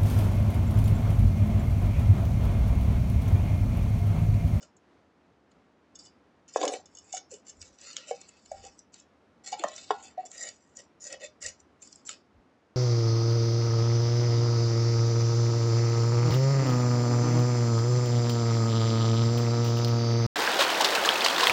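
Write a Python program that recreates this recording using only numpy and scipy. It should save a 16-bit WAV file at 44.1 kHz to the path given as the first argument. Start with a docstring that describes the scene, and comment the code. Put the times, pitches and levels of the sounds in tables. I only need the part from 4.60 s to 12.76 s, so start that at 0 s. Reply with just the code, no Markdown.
"""A quiet tiled room, one microphone close to a soil-filled terracotta pot.
A broken-off shard is fitted back into the rim: the gritty edges rasp, catch and tick, and firmer
contacts knock and grind the hollow wall. Wedged in its gap, the shard rings too. Bangles clink and
slide on the wrist that holds it. Underneath are soft thuds of the pot's stand and faint room air."""
import sys
import numpy as np
from scipy import signal
from scipy.fft import rfft, irfft, next_fast_len
from scipy.io import wavfile
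from scipy.ndimage import map_coordinates

SR = 44100
rng = np.random.default_rng(int(sys.argv[2]) if len(sys.argv) > 2 else 0)


def unload_audio(sound):
    """Save the sound as a 16-bit wav file, at the path given as the first command line argument."""
    columns = np.transpose(np.atleast_2d(sound))
    # keep every value between -1 and 1, then stretch to whole-number steps
    steps = np.round(np.clip(columns, -1, 1) * 32767)
    wavfile.write(sys.argv[1], SR, steps.astype(np.int16))


N = 359856

# edge rubbing on edge: t/s, length/s, crest position/0-1, crest level/dB of fine grit, coarse bite, wall
RUBS = [(0.005, 0.037, 0.66, -51.5, -57, -54.5), (1.878, 0.066, 0, -52, -61.5, -77),
        (1.936, 0.05, 0.8, -43, -43.5, -51), (1.995, 0.09, 0.3, -39, -44.5, -32),
        (2.092, 0.075, 0.45, -40.5, -43.5, -33.5), (2.42, 0.14, 0.8, -55, -66, -70),
        (2.523, 0.057, 0.89, -43, -50.5, -46), (2.703, 0.075, 0.26, -50.5, -61.5, -55.5),
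        (2.845, 0.068, 0.52, -50.5, -58.5, -73), (2.94, 0.22, 0.56, -61, -69.5, -74),
        (3.185, 0.072, 1, -56.5, -54.5, -76), (3.23, 0.11, 0.49, -45.5, -47.5, -67),
        (3.37, 0.071, 0.1, -55, -46.5, -61), (3.462, 0.092, 0.41, -46.5, -51, -53.5),
        (3.55, 0.25, 0.23, -65, -61.5, -85), (3.92, 0.16, 0.32, -65, -62, -62),
        (4.02, 0.073, 0.31, -52, -58, -47), (4.335, 0.089, 0.06, -61.5, -63.5, -78),
        (4.835, 0.066, 0.69, -41, -45.5, -53), (4.92, 0.033, 0.27, -48, -43.5, -38.5),
        (4.993, 0.13, 0.09, -53, -48, -46.5), (5.11, 0.37, 0.09, -55.5, -54.5, -63.5),
        (5.42, 0.09, 0, -55, -60, -58), (5.57, 0.071, 0.1, -67.5, -61, -47),
        (5.651, 0.026, 0, -48.5, -63.5, -50), (5.713, 0.17, 0.67, -41, -50.5, -55.5),
        (5.79, 0.11, 0.74, -49.5, -50, -52), (5.92, 0.22, 0.17, -65.5, -78, -83),
        (6.165, 0.044, 0.95, -46.5, -58, -56), (6.398, 0.062, 0.43, -46.5, -70, -73),
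        (6.44, 0.053, 0.54, -44, -56.5, -55.5), (6.49, 0.065, 0.8, -52, -48, -42),
        (6.595, 0.067, 0.67, -45, -48, -46), (6.808, 0.091, 0.53, -39.5, -44.5, -51),
        (7.22, 0.027, 0, -46.5, -62, -65), (7.448, 0.033, 0.7, -44, -61, -82),
        (7.487, 0.07, 0.33, -60, -48.5, -62.5)]
FINE_COLUMN, COARSE_COLUMN, WALL_COLUMN = 3, 4, 5
FINE_SWELL_DB, COARSE_SWELL_DB, WALL_SWELL_DB = 13, 13.5, 14.5  # first touch to full pressure
# colour of the fine grit: f/Hz, level/dB
FINE_GRIT = [(300, -77.5), (1500, -46), (3000, -17.5), (4200, -4.5), (5500, 8), (7400, -0.5), (8000, 1.5),
             (8500, -9), (9700, -20.5), (10800, -12), (12000, -70)]
# colour of the coarse bite: f/Hz, level/dB
COARSE_BITE = [(150, -79.5), (500, -29.5), (1100, -5.5), (1700, 2), (2500, 4), (3500, 8), (4600, 3.5),
               (7000, -27), (12000, -57)]

def rasp():
    """Sand grains in the two edges trip over each other while the contact wanders from spot to spot."""
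    t = np.arange(N) / SR
    grit = unit(grains(per_second=2200, scatter_db=5.5))
    clumps = map_coordinates(rng.standard_normal(N // 100), [t * 130], mode="mirror")  # 130 a second
    grit = unit(grit * amp(2.5 * np.clip(clumps, -2, 1.5)))
    for start, db, _ in EDGE_TICKS:  # the edges stick for a moment before a hard snap
        grit[(t > start - .012) & (t < start)] *= 1 - .8 * hardness(db) ** 2
    spot = round(.07 * SR)
    handover = np.sin(np.pi * np.arange(2 * spot) / (2 * spot))  # one spot fades into the next
    out = np.zeros(N)
    for colour, swell_db, column in ((FINE_GRIT, FINE_SWELL_DB, FINE_COLUMN),
                                     (COARSE_BITE, COARSE_SWELL_DB, COARSE_COLUMN)):
        force = grit * stroke_gain(RUBS, swell_db, column)
        for i in range(0, N - 2 * spot, spot):
            rub = force[i:i + 2 * spot] * handover
            if rub.any():
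                add(out, i / SR, signal.fftconvolve(rub, edge_ring(colour, dead_db=-42)))
    return in_room(dull_when_light(out), wet_db=-11)


def dull_when_light(x):
    """Only a firm rub crushes grit finely enough to hiss fully above 8 kHz."""
    light_db, firm_db = -62.5, -40
    rub_db = 20 * np.log10(stroke_gain(RUBS, FINE_SWELL_DB, FINE_COLUMN) + 1e-9)
    hiss = filtered(x, lambda hz: 1 - 1 / (1 + (hz / 8200) ** 30))
    return x - hiss * np.interp(rub_db, [light_db, firm_db], [.69, 0])


# edges catching and snapping free: t/s, level/dB, coarse bite relative to fine grit/dB
EDGE_TICKS = [(0.916, -56.5, 0), (1.9375, -35, -28.5), (2.014, -25, 3), (2.029, -22.5, 17),
              (2.053, -22, -6), (2.0778, -22, 9), (2.137, -26.5, -1.5), (2.568, -33.5, -7),
              (2.713, -38, -12), (3.016, -33.5, -14), (3.0254, -36, -5.5), (3.186, -44, -4),
              (3.213, -39.5, -19), (3.33, -35.5, -4), (3.3666, -19.5, -2), (3.511, -38, 4),
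              (3.6138, -37, -10), (3.690, -39.5, -10), (3.859, -42.5, -6.5), (3.917, -37.5, -7.5),
              (4.05, -38, -11), (4.191, -38, -42), (4.341, -36.5, -7.5), (4.92, -33, -6),
              (4.994, -29.5, 0.5), (5.0381, -22, -6), (5.085, -32.5, -17), (5.1619, -31, -13),
              (5.1796, -32, 1), (5.308, -25.5, 10.5), (5.7149, -33.5, -13), (5.779, -32, -24),
              (5.813, -40, -14), (5.888, -27.5, -10.5), (6.169, -31.5, -30), (6.189, -40, -27),
              (6.4409, -29, -19), (6.526, -26, -11.5), (6.640, -42, -24), (6.825, -29, -16),
              (6.862, -22.5, -20), (7.002, -44.5, -15), (7.22, -42, -18), (7.2739, -41, -19),
              (7.327, -36.5, -21), (7.358, -38.5, -26), (7.4915, -22.5, -4), (7.529, -42, -11)]

def ticks():
    """A high spot scuffs, gives way and rings the edge: light ones clink, hard snaps are short and dry."""
    lead_s = .02
    t = np.arange(SR // 8) / SR - lead_s
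    out, snaps = np.zeros(N), np.zeros(N)
    for start, db, bite_db in EDGE_TICKS:
        hard = hardness(db)
        scuff = amp(-15 - 9 * hard + 20 * np.minimum(t, 0) / lead_s)  # friction builds before the slip
        slip = amp(-60 * np.maximum(t, 0) / (.013 - .006 * hard))
        crack = rng.standard_normal(len(t)) * np.where(t < 0, scuff, slip)
        dead_db = -30 + 22 * hard
        fine = unit(signal.fftconvolve(crack, edge_ring(FINE_GRIT, dead_db)))
        coarse = unit(signal.fftconvolve(crack, edge_ring(COARSE_BITE, dead_db)))
        tick = fine + amp(bite_db) * coarse
        add(out, start - lead_s, in_room(at_peak(tick, db), wet_db=-12))
        add(snaps, start, amp(db - 51.5) * hard * (crack * slip)[t >= 0])  # thin, full-treble crack
    return snaps + lowpass(out, top_hz=9000, order=5)  # porous clay snaps dully


def hardness(db):
    """0 for a light scuff, 1 for the hardest snap."""
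    return np.clip((db + 32) / 10, 0, 1)


# modes of the clay at the break: f/Hz, width/Hz, level/dB
EDGE_MODES = [(1377, 110, -4.5), (1910, 85, -8.5), (2245, 33, -3), (2595, 49, -5), (2945, 98, -9.5),
              (3630, 37, -11), (4286, 93, -8), (4800, 110, -5.5), (5124, 110, -6.5), (5880, 280, -3.5),
              (6260, 110, -5), (6906, 136, 6), (7334, 143, 10), (7763, 140, -2.5), (8340, 290, -8),
              (9350, 170, 6)]

def edge_ring(colour, dead_db):
    """Each contact spot favours other modes of the edge; dead_db sets the click that does not ring."""
    hz = np.fft.rfftfreq(4096, 1 / SR)
    minor_modes = [(f, 28, -6) for f in 1150 + 9600 * rng.random(16) ** 1.3]  # the rim is jagged
    centre, width, db = np.transpose(EDGE_MODES + minor_modes)[:, :, None]
    scatter_db = 5.5 * np.clip(rng.standard_normal(db.shape), -2, 1.3)
    strength = amp(db + scatter_db) * rng.choice([-1, 1], db.shape)
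    modes = np.sum(strength * resonance(hz, centre, width), axis=0)
    ring = irfft((modes + amp(dead_db)) * causal(amp(along(colour, hz))))
    return ring / np.linalg.norm(ring)


# blows on the wall: t/s, peak level/dB, centre f/Hz, spread/octaves, share of the free ring time, swell/s,
# rebound gain (negative: the wall swings back against the shard), lingering note f/Hz, its level/dB
WALL_KNOCKS = [(1.9603, -11, 660, 0.53, 0.32, 0.000027, -0.15, 1710, -53),
               (2.0138, -26, 690, 0.14, 1.2, .0015, -0.22, 377.4, -36.5),
               (2.0288, -27.5, 1000, 0.14, 0.89, .001, -0.24, 1080, -43.5),
               (2.036, -20.5, 698, 0.27, 0.28, 0.0007, -0.1, 400, -40),
               (2.044, -28, 449, 0.34, 0.56, .0005, -0.43, 573, -41.5),
               (2.052, -24.5, 844, 0.39, 0.29, 0.0005, -0.21, 351, -45.5),
               (2.138, -30, 542, 0.47, 0.73, 0.00062, -0.036, 815, -56),
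               (2.5365, -29.5, 711, 0.11, 0.9, 0.00053, -0.13, 786, -48.5),
               (2.731, -40.5, 444, 0.29, 1.6, 0.0015, -0.16, 447, -75),
               (3.509, -20, 638, 0.24, 0.63, 0.002, -0.45, 769, -46),
               (3.914, -26.5, 682, 0.12, 1.2, 0.002, 0.4, 785, -41),
               (4.924, -28.5, 777, 0.22, 0.63, 0.015, -0.55, 828, -35),
               (4.992, -39.5, 350, 0.14, 0.43, 0.0027, 0.26, 354, -67),
               (5.0373, -19.5, 1130, 0.24, 0.18, 0.00059, 0.13, 1063, -40.5),
               (5.043, -40.5, 175, 0.25, 0.54, 0.0015, 0.35, 1933, -46.5),
               (5.0387, -31.5, 1840, 0.057, 0.25, 0.001, 0.18, 1770, -47.5),
               (5.0405, -16, 666, 0.19, 0.37, 0.00078, 0.009, 615, -36.5),
               (5.302, -24.5, 414, 0.16, .7, 0.0039, -0.15, 1442, -41.5),
               (5.3059, -11.5, 880, 0.35, 0.11, 0.000082, -0.48, 801, -35),
               (5.574, -28, 669, 0.089, 0.44, 0.0082, -0.067, 624, -46),
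               (5.577, -27.5, 707.5, 0.069, 1.1, 0.032, 0.34, 752, -40)]

def knocks():
    """The shard bumps and chatters on the hollow wall; hand and soil quickly damp all but one note."""
    rebound_s, linger_t60_s, linger_swell_s = .00328, .28, .005
    twin_hz = 19.6  # the pot is not quite round: the note beats against a twin this much higher
    out, t = np.zeros(N), np.arange(SR // 3) / SR
    linger = amp(-60 * t / linger_t60_s) * (1 - np.exp(-t / linger_swell_s))
    for start, db, centre_hz, spread, ring_share, swell_s, rebound, note_hz, note_db in WALL_KNOCKS:
        chatter = lambda hz: 1 / (1 - rebound * np.exp(-2j * np.pi * hz * rebound_s))
        blow = filtered(wall_ring(centre_hz, spread, ring_share, swell_s), chatter)
        add(out, start, in_room(at_peak(blow, db), wet_db=-11.5))
        note = np.sin(2 * np.pi * note_hz * t)
        twin = .5 * np.sin(2 * np.pi * ((note_hz + twin_hz) * t + rng.random()))
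        add(out, start, amp(note_db) * linger * (note + twin))
    return out


# modes of the free pot wall: f/Hz, level/dB, t60/s
WALL_MODES = [(326, 11.5, 0.098), (424.5, 16.5, 0.031), (484, 5, 0.087), (550, 8, 0.063), (639, -5, 0.0079),
              (748.6, 8, 0.04), (795, -12, 0.056), (940, -26, 0.098), (1040, 16, 0.026),
              (1320, -12.5, 0.048), (1430, -22, 0.18), (1650, 13.5, 0.084), (1860, -20.5, 0.12),
              (2300, -14.5, 0.11)]
# faint after-ring of the pot's hollow: f/Hz, level/dB, t60/s
HOLLOW_MODES = [(612, -30.5, 0.22), (895, -23, 0.42), (983, -22.5, 0.23), (1350, -18.5, 0.44),
                (1950, -8, .45)]

def wall_ring(centre_hz, spread, ring_share, swell_s):
    """Where and how softly a blow lands picks the wall's modes and how fast they build up."""
    t = np.arange(SR // 3) / SR
    damped = [(hz, db, t60 * ring_share) for hz, db, t60 in WALL_MODES]
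    modes = sum(amp(db + rng.normal(0, 1) - 60 * t / t60) * np.cos(2 * np.pi * hz * t)
                for hz, db, t60 in damped + HOLLOW_MODES)
    pick = lambda hz: causal((1 + (np.log2((hz + 1) / centre_hz) / spread) ** 2 / 4) ** -2.5)
    radiate = lambda hz: causal(1 / np.sqrt(1 + (270 / (hz + 1)) ** 8))  # a small pot gives little bass
    build_up = (1 - np.exp(-t / swell_s)) ** 2
    return filtered(filtered(modes, pick) * build_up, radiate)


# the wall's note under a rub moves with the grip: t/s, f/Hz
GRIP_NOTE = [(0, 625), (2.0, 708), (2.55, 802), (2.751, 472), (3.45, 602), (3.95, 783), (4.95, 770),
             (5.1, 628), (5.401, 792), (5.65, 695), (6.4, 593), (6.9, 592)]
# the shard judders, worked loose or rammed in: t/s, length/s, crest position/0-1, level/dB
JUDDERS = [(1.968, 0.17, 0.44, -33), (5.039, 0.054, 0, -47.5)]

def grind():
    """Stick and slip rains small blows on the wall, which sings at the note the grip leaves free."""
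    note_width_hz, body_db = 47, -9
    note_hz = np.interp(np.arange(N) / SR, *np.transpose(GRIP_NOTE))
    carrier = np.exp(2j * np.pi * np.cumsum(note_hz) / SR)
    slips = grains(per_second=500, scatter_db=2)
    slip_ring = wall_ring(centre_hz=600, spread=.47, ring_share=.41, swell_s=.00089)
    body = unit(signal.fftconvolve(slips, slip_ring)[:N])
    pole = np.exp(-np.pi * note_width_hz / SR)
    note = unit((carrier * signal.lfilter([1], [1, -pole], body / carrier)).real)  # gliding resonance
    rubbing = unit(note + amp(body_db) * body) * stroke_gain(RUBS, WALL_SWELL_DB, WALL_COLUMN)
    jolts = grains(per_second=440, scatter_db=6.5)
    jolt_ring = wall_ring(centre_hz=502, spread=.82, ring_share=.59, swell_s=.00041)
    judder = unit(signal.fftconvolve(jolts, jolt_ring)[:N]) * stroke_gain(JUDDERS, WALL_SWELL_DB)
    return in_room(rubbing + judder, wet_db=-9)


# modes of the wedged shard: f/Hz, width/Hz, level/dB
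SHARD_MODES = [(1897, 36, 12), (2170, 69, -2.5), (2890, 19, -7), (3740, 52, -4)]

def seated_shard():
    """Pressed home in its gap, the shard rings with its own modes under the coarse bite of each rub."""
    modes = lambda hz: sum((-1) ** k * amp(db) * resonance(hz, centre, width)
                           for k, (centre, width, db) in enumerate(SHARD_MODES))
    grit = grains(per_second=2400, scatter_db=-7)
    ring = unit(filtered(grit, lambda hz: modes(hz) / (1 + (hz / 5000) ** 6)))
    t = np.arange(N) / SR
    seated = (t > 5.5) & (t < 7.1)
    bite = stroke_gain(RUBS, COARSE_SWELL_DB, COARSE_COLUMN)
    return in_room(amp(-1) * seated * bite * ring, wet_db=-21)


# bangles meeting as the wrist turns: t/s, level/dB, tilt of the modes/dB per octave
BANGLE_CLINKS = [(.02, -51, 5), (0.166, -54, 22), (1.355, -39, -4.5), (1.388, -48, 2), (1.458, -47, -7),
                 (1.885, -47.5, -10.5), (1.960, -30.5, -1.5), (2.033, -28, -3), (2.078, -24, -9),
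                 (2.257, -42.5, 0), (2.3501, -41.5, 2), (2.37, -40.5, -7.5), (2.385, -35.5, -2),
                 (2.526, -27.5, 0.5), (2.5468, -25.5, 0), (2.576, -28.5, -5.5), (2.738, -37.5, -0.5),
                 (2.8948, -35.5, -6), (4.398, -44.5, 6)]
BANGLE_TOP_HZ = 8500  # the bangles fall off steeply above this

def bangle_clinks():
    """Thin bangles touch: a click and a ring the arm soon damps; a square hit brings out low modes."""
    touch_t60_s, attack_s, click_db = .00685, .0017, -15
    out, t = np.zeros(N), np.arange(SR // 4) / SR
    for start, db, tilt_db in BANGLE_CLINKS:
        ring = bangle_ring(t, lambda hz: tilt_db * np.log2(hz / BANGLE_TOP_HZ), ring_share=.63)
        touch = rng.standard_normal(len(t)) * amp(-60 * t / touch_t60_s)
        click = filtered(touch, lambda hz: causal(amp(along(FINE_GRIT, hz))))
        clink = (unit(ring) + amp(click_db) * unit(click)) * (1 - np.exp(-t / attack_s))
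        add(out, start, in_room(at_peak(clink, db), wet_db=-9))
    return lowpass(out, BANGLE_TOP_HZ, order=10)


# bangles sliding along each other: t/s, length/s, crest position/0-1, level/dB
BANGLE_SLIDES = [(.005, 0.029, 0, -54), (1.347, 0.015, 0.4, -56), (1.388, 0.051, 0, -50.5),
                 (1.434, 0.047, 0.4, -55.5), (2.24, 0.28, 0.43, -65.5), (2.515, 0.06, 0.5, -48),
                 (3.56, 0.66, 0.63, -62), (4.86, .44, 1, -60.5), (7.215, 0.2, 0.13, -58.5),
                 (7.49, 0.051, 0.2, -43.5)]
# how strongly a slide excites the modes: f/Hz, level/dB
SLIDE_SPECTRUM = [(1500, -22), (3000, 3), (3600, -1), (4700, 17.5), (5300, 7.5), (5900, 4), (6500, -9),
                  (7000, -1.5), (7800, 4), (9500, -6), (12000, -30)]

def bangle_slides():
    """Sliding bangles make a dense rattle of tiny touches, ringing differently at each spot."""
    t = np.arange(SR // 12) / SR
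    touches = unit(grains(per_second=2000, scatter_db=5)) * stroke_gain(BANGLE_SLIDES, swell_db=17)
    out, spot = np.zeros(N), SR // 60
    for i in range(0, N, spot):
        if touches[i:i + spot].any():
            ring = bangle_ring(t, lambda hz: along(SLIDE_SPECTRUM, hz), ring_share=.73)
            add(out, i / SR, signal.fftconvolve(touches[i:i + spot], ring / np.linalg.norm(ring)))
    return in_room(lowpass(out, BANGLE_TOP_HZ, order=10), wet_db=-11)


# modes of a free bangle: f/Hz, level/dB, t60/s
BANGLE_MODES = [(2945, -15, 0.16), (3524, -10.5, 0.093), (3566, -11.5, 0.067), (4384, -18, 0.075),
                (4815, -8.5, 0.052), (5360, -1.5, 0.075), (5910, -7.5, 0.052), (6515, 8.5, 0.043),
                (6730, 1.5, 0.035), (6900, 4.5, 0.044), (7275, 7, 0.039), (7770, -0.5, 0.035),
                (8220, -19, 0.028), (9530, -8.5, 0.034)]

def bangle_ring(t, colour_db, ring_share):
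    """Two bangles of not quite the same size ring together after one touch."""
    hz, mode_db, t60 = np.transpose(BANGLE_MODES)[:, :, None]
    out = 0
    for mismatch, bangle_db in ((.002, 0), (.022, -7.5)):
        stray, strength, phase = rng.standard_normal((3, len(hz), 1))
        fade = amp(mode_db + bangle_db + colour_db(hz) + 2 * strength - 60 * t / (ring_share * t60))
        detuned_hz = hz * (1 + mismatch * stray)
        out = out + np.sum(fade * np.sin(2 * np.pi * (detuned_hz * t + phase)), axis=0)
    return out


# the pot bumping on its stand: t/s, length/s, level/dB
STAND_BUMPS = [(3.036, 0.17, -62), (4.01, 0.18, -59), (6.876, 0.079, -57), (7.775, 0.078, -57.5)]

def stand_bumps():
    """The pot rocks a little and its stand gives a low, soft thud."""
    t = np.arange(N) / SR
    push = sum(amp(db) * np.exp(-(2 * (t - s) / length) ** 2) for s, length, db in STAND_BUMPS)
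    thud_spectrum = [(20, -28), (55, -9), (88, -2), (125, -26), (250, -42), (600, -71)]  # f/Hz, level/dB
    return push * coloured_noise(thud_spectrum)


# colour of the room's air at the microphone: f/Hz, level/dB
AIR_SPECTRUM = [(25, -45.5), (77, -2), (131, -9.5), (174, -3), (280, -0.5), (340, -4), (622, -8),
                (1300, -13.5), (6500, -34), (11100, -50), (16000, -92)]

def room_tone(level_db=-64, waver_db=1):
    """Dull, faint background air that wavers slightly."""
    waver = map_coordinates(rng.standard_normal(N // 1000), [np.arange(N) * 6 / SR], mode="mirror")
    return amp(level_db + waver_db * waver) * coloured_noise(AIR_SPECTRUM)


# decay of the tiled room: f/Hz, t60/s
ROOM_DECAY = [(200, 0.044), (800, 0.22), (3000, 0.11), (5300, 0.25), (7500, 0.047), (10000, 0.11)]

def in_room(x, wet_db):
    """The direct sound reaches the microphone first, the diffuse echo from the tiles 4 ms later."""
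    hz, t, noise = signal.stft(rng.standard_normal(SR // 2), SR, nperseg=256)
    decay = amp(-60 * t / along(ROOM_DECAY, hz)[:, None])
    tail = signal.istft(noise * decay, SR, nperseg=256)[1]
    tail = np.pad(tail / np.linalg.norm(tail), (SR // 250, 0))
    return x + amp(wet_db) * signal.fftconvolve(x, tail)[:len(x)]


def stroke_gain(strokes, swell_db, column=3):
    """Gain from one dB column: each stroke swells with the pressure to its crest, eases and dies away."""
    end_pressure, release_db_per_s, min_attack_s = .2, 476.5, .002
    out = np.zeros(N)
    for row in strokes:
        start, length, crest = row[:3]
        t = np.arange(round(length * SR) + SR // 8) / SR
        pressure = np.interp(t / length, [0, np.clip(crest, .02, .98), 1], [0, 1, end_pressure])
        db = row[column] - swell_db * (1 - pressure) - release_db_per_s * np.maximum(t - length, 0)
        attack = np.minimum(t / max(min_attack_s, crest * length / 5), 1)
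        add(out, start, amp(db) * attack)
    return out


def grains(per_second, scatter_db):
    """Random tiny impacts of uneven size."""
    impacts = (rng.random(N) < per_second / SR) * rng.choice([-1, 1], N)
    return impacts * amp(scatter_db * np.clip(rng.standard_normal(N), -2, 2))


def coloured_noise(spectrum):
    """Noise at rms 1, shaped by (f/Hz, level/dB) points."""
    return unit(filtered(rng.standard_normal(N), lambda hz: amp(along(spectrum, hz))))


def resonance(hz, centre, width):
    """Complex response of one damped mode."""
    return 1j * hz * width / (centre ** 2 - hz ** 2 + 1j * hz * width)


def lowpass(x, top_hz, order):
    """Causal roll-off above top_hz."""
    return filtered(x, lambda hz: causal(1 / np.sqrt(1 + (hz / top_hz) ** (2 * order))))


def filtered(x, response):
    """x through a complex response of frequency."""
    n = x.shape[-1]
    m = next_fast_len(n + SR // 10)
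    return irfft(rfft(x, m) * response(np.fft.rfftfreq(m, 1 / SR)), m)[..., :n]


def causal(gain):
    """Minimum-phase response with the given gain per frequency."""
    cepstrum = irfft(np.log(np.maximum(gain, 1e-4)))
    half = len(cepstrum) // 2
    cepstrum[1:half] *= 2
    cepstrum[half + 1:] = 0
    return np.exp(rfft(cepstrum))


def along(points, hz):
    """Interpolate (f/Hz, value) points on a log axis."""
    f, value = np.transpose(points)
    return np.interp(np.log(hz + 1), np.log(f + 1), value)


def amp(db):
    """Decibels to gain."""
    return 10 ** (np.asarray(db) / 20)


def unit(x):
    """x at rms 1."""
    return x / np.sqrt(np.mean(x ** 2) + 1e-20)


def at_peak(x, db):
    """x with its peak at db."""
    return amp(db) * x / np.abs(x).max()


def add(track, start_s, sound):
    """Mix a sound into the track."""
    part = track[max(round(start_s * SR), 0):][:len(sound)]
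    part += sound[:len(part)]


def scene():
    """Pot, wrist and room as one close microphone hears them."""
    clay = knocks() + ticks() + rasp() + grind() + seated_shard()
    return (clay + bangle_clinks() + bangle_slides() + stand_bumps() + room_tone())[None]


def record(dry):
    """The microphone chain passes nothing above 15.5 kHz."""
    return filtered(dry, lambda hz: hz < 15500)


dry = scene()
out = record(dry)
unload_audio(out)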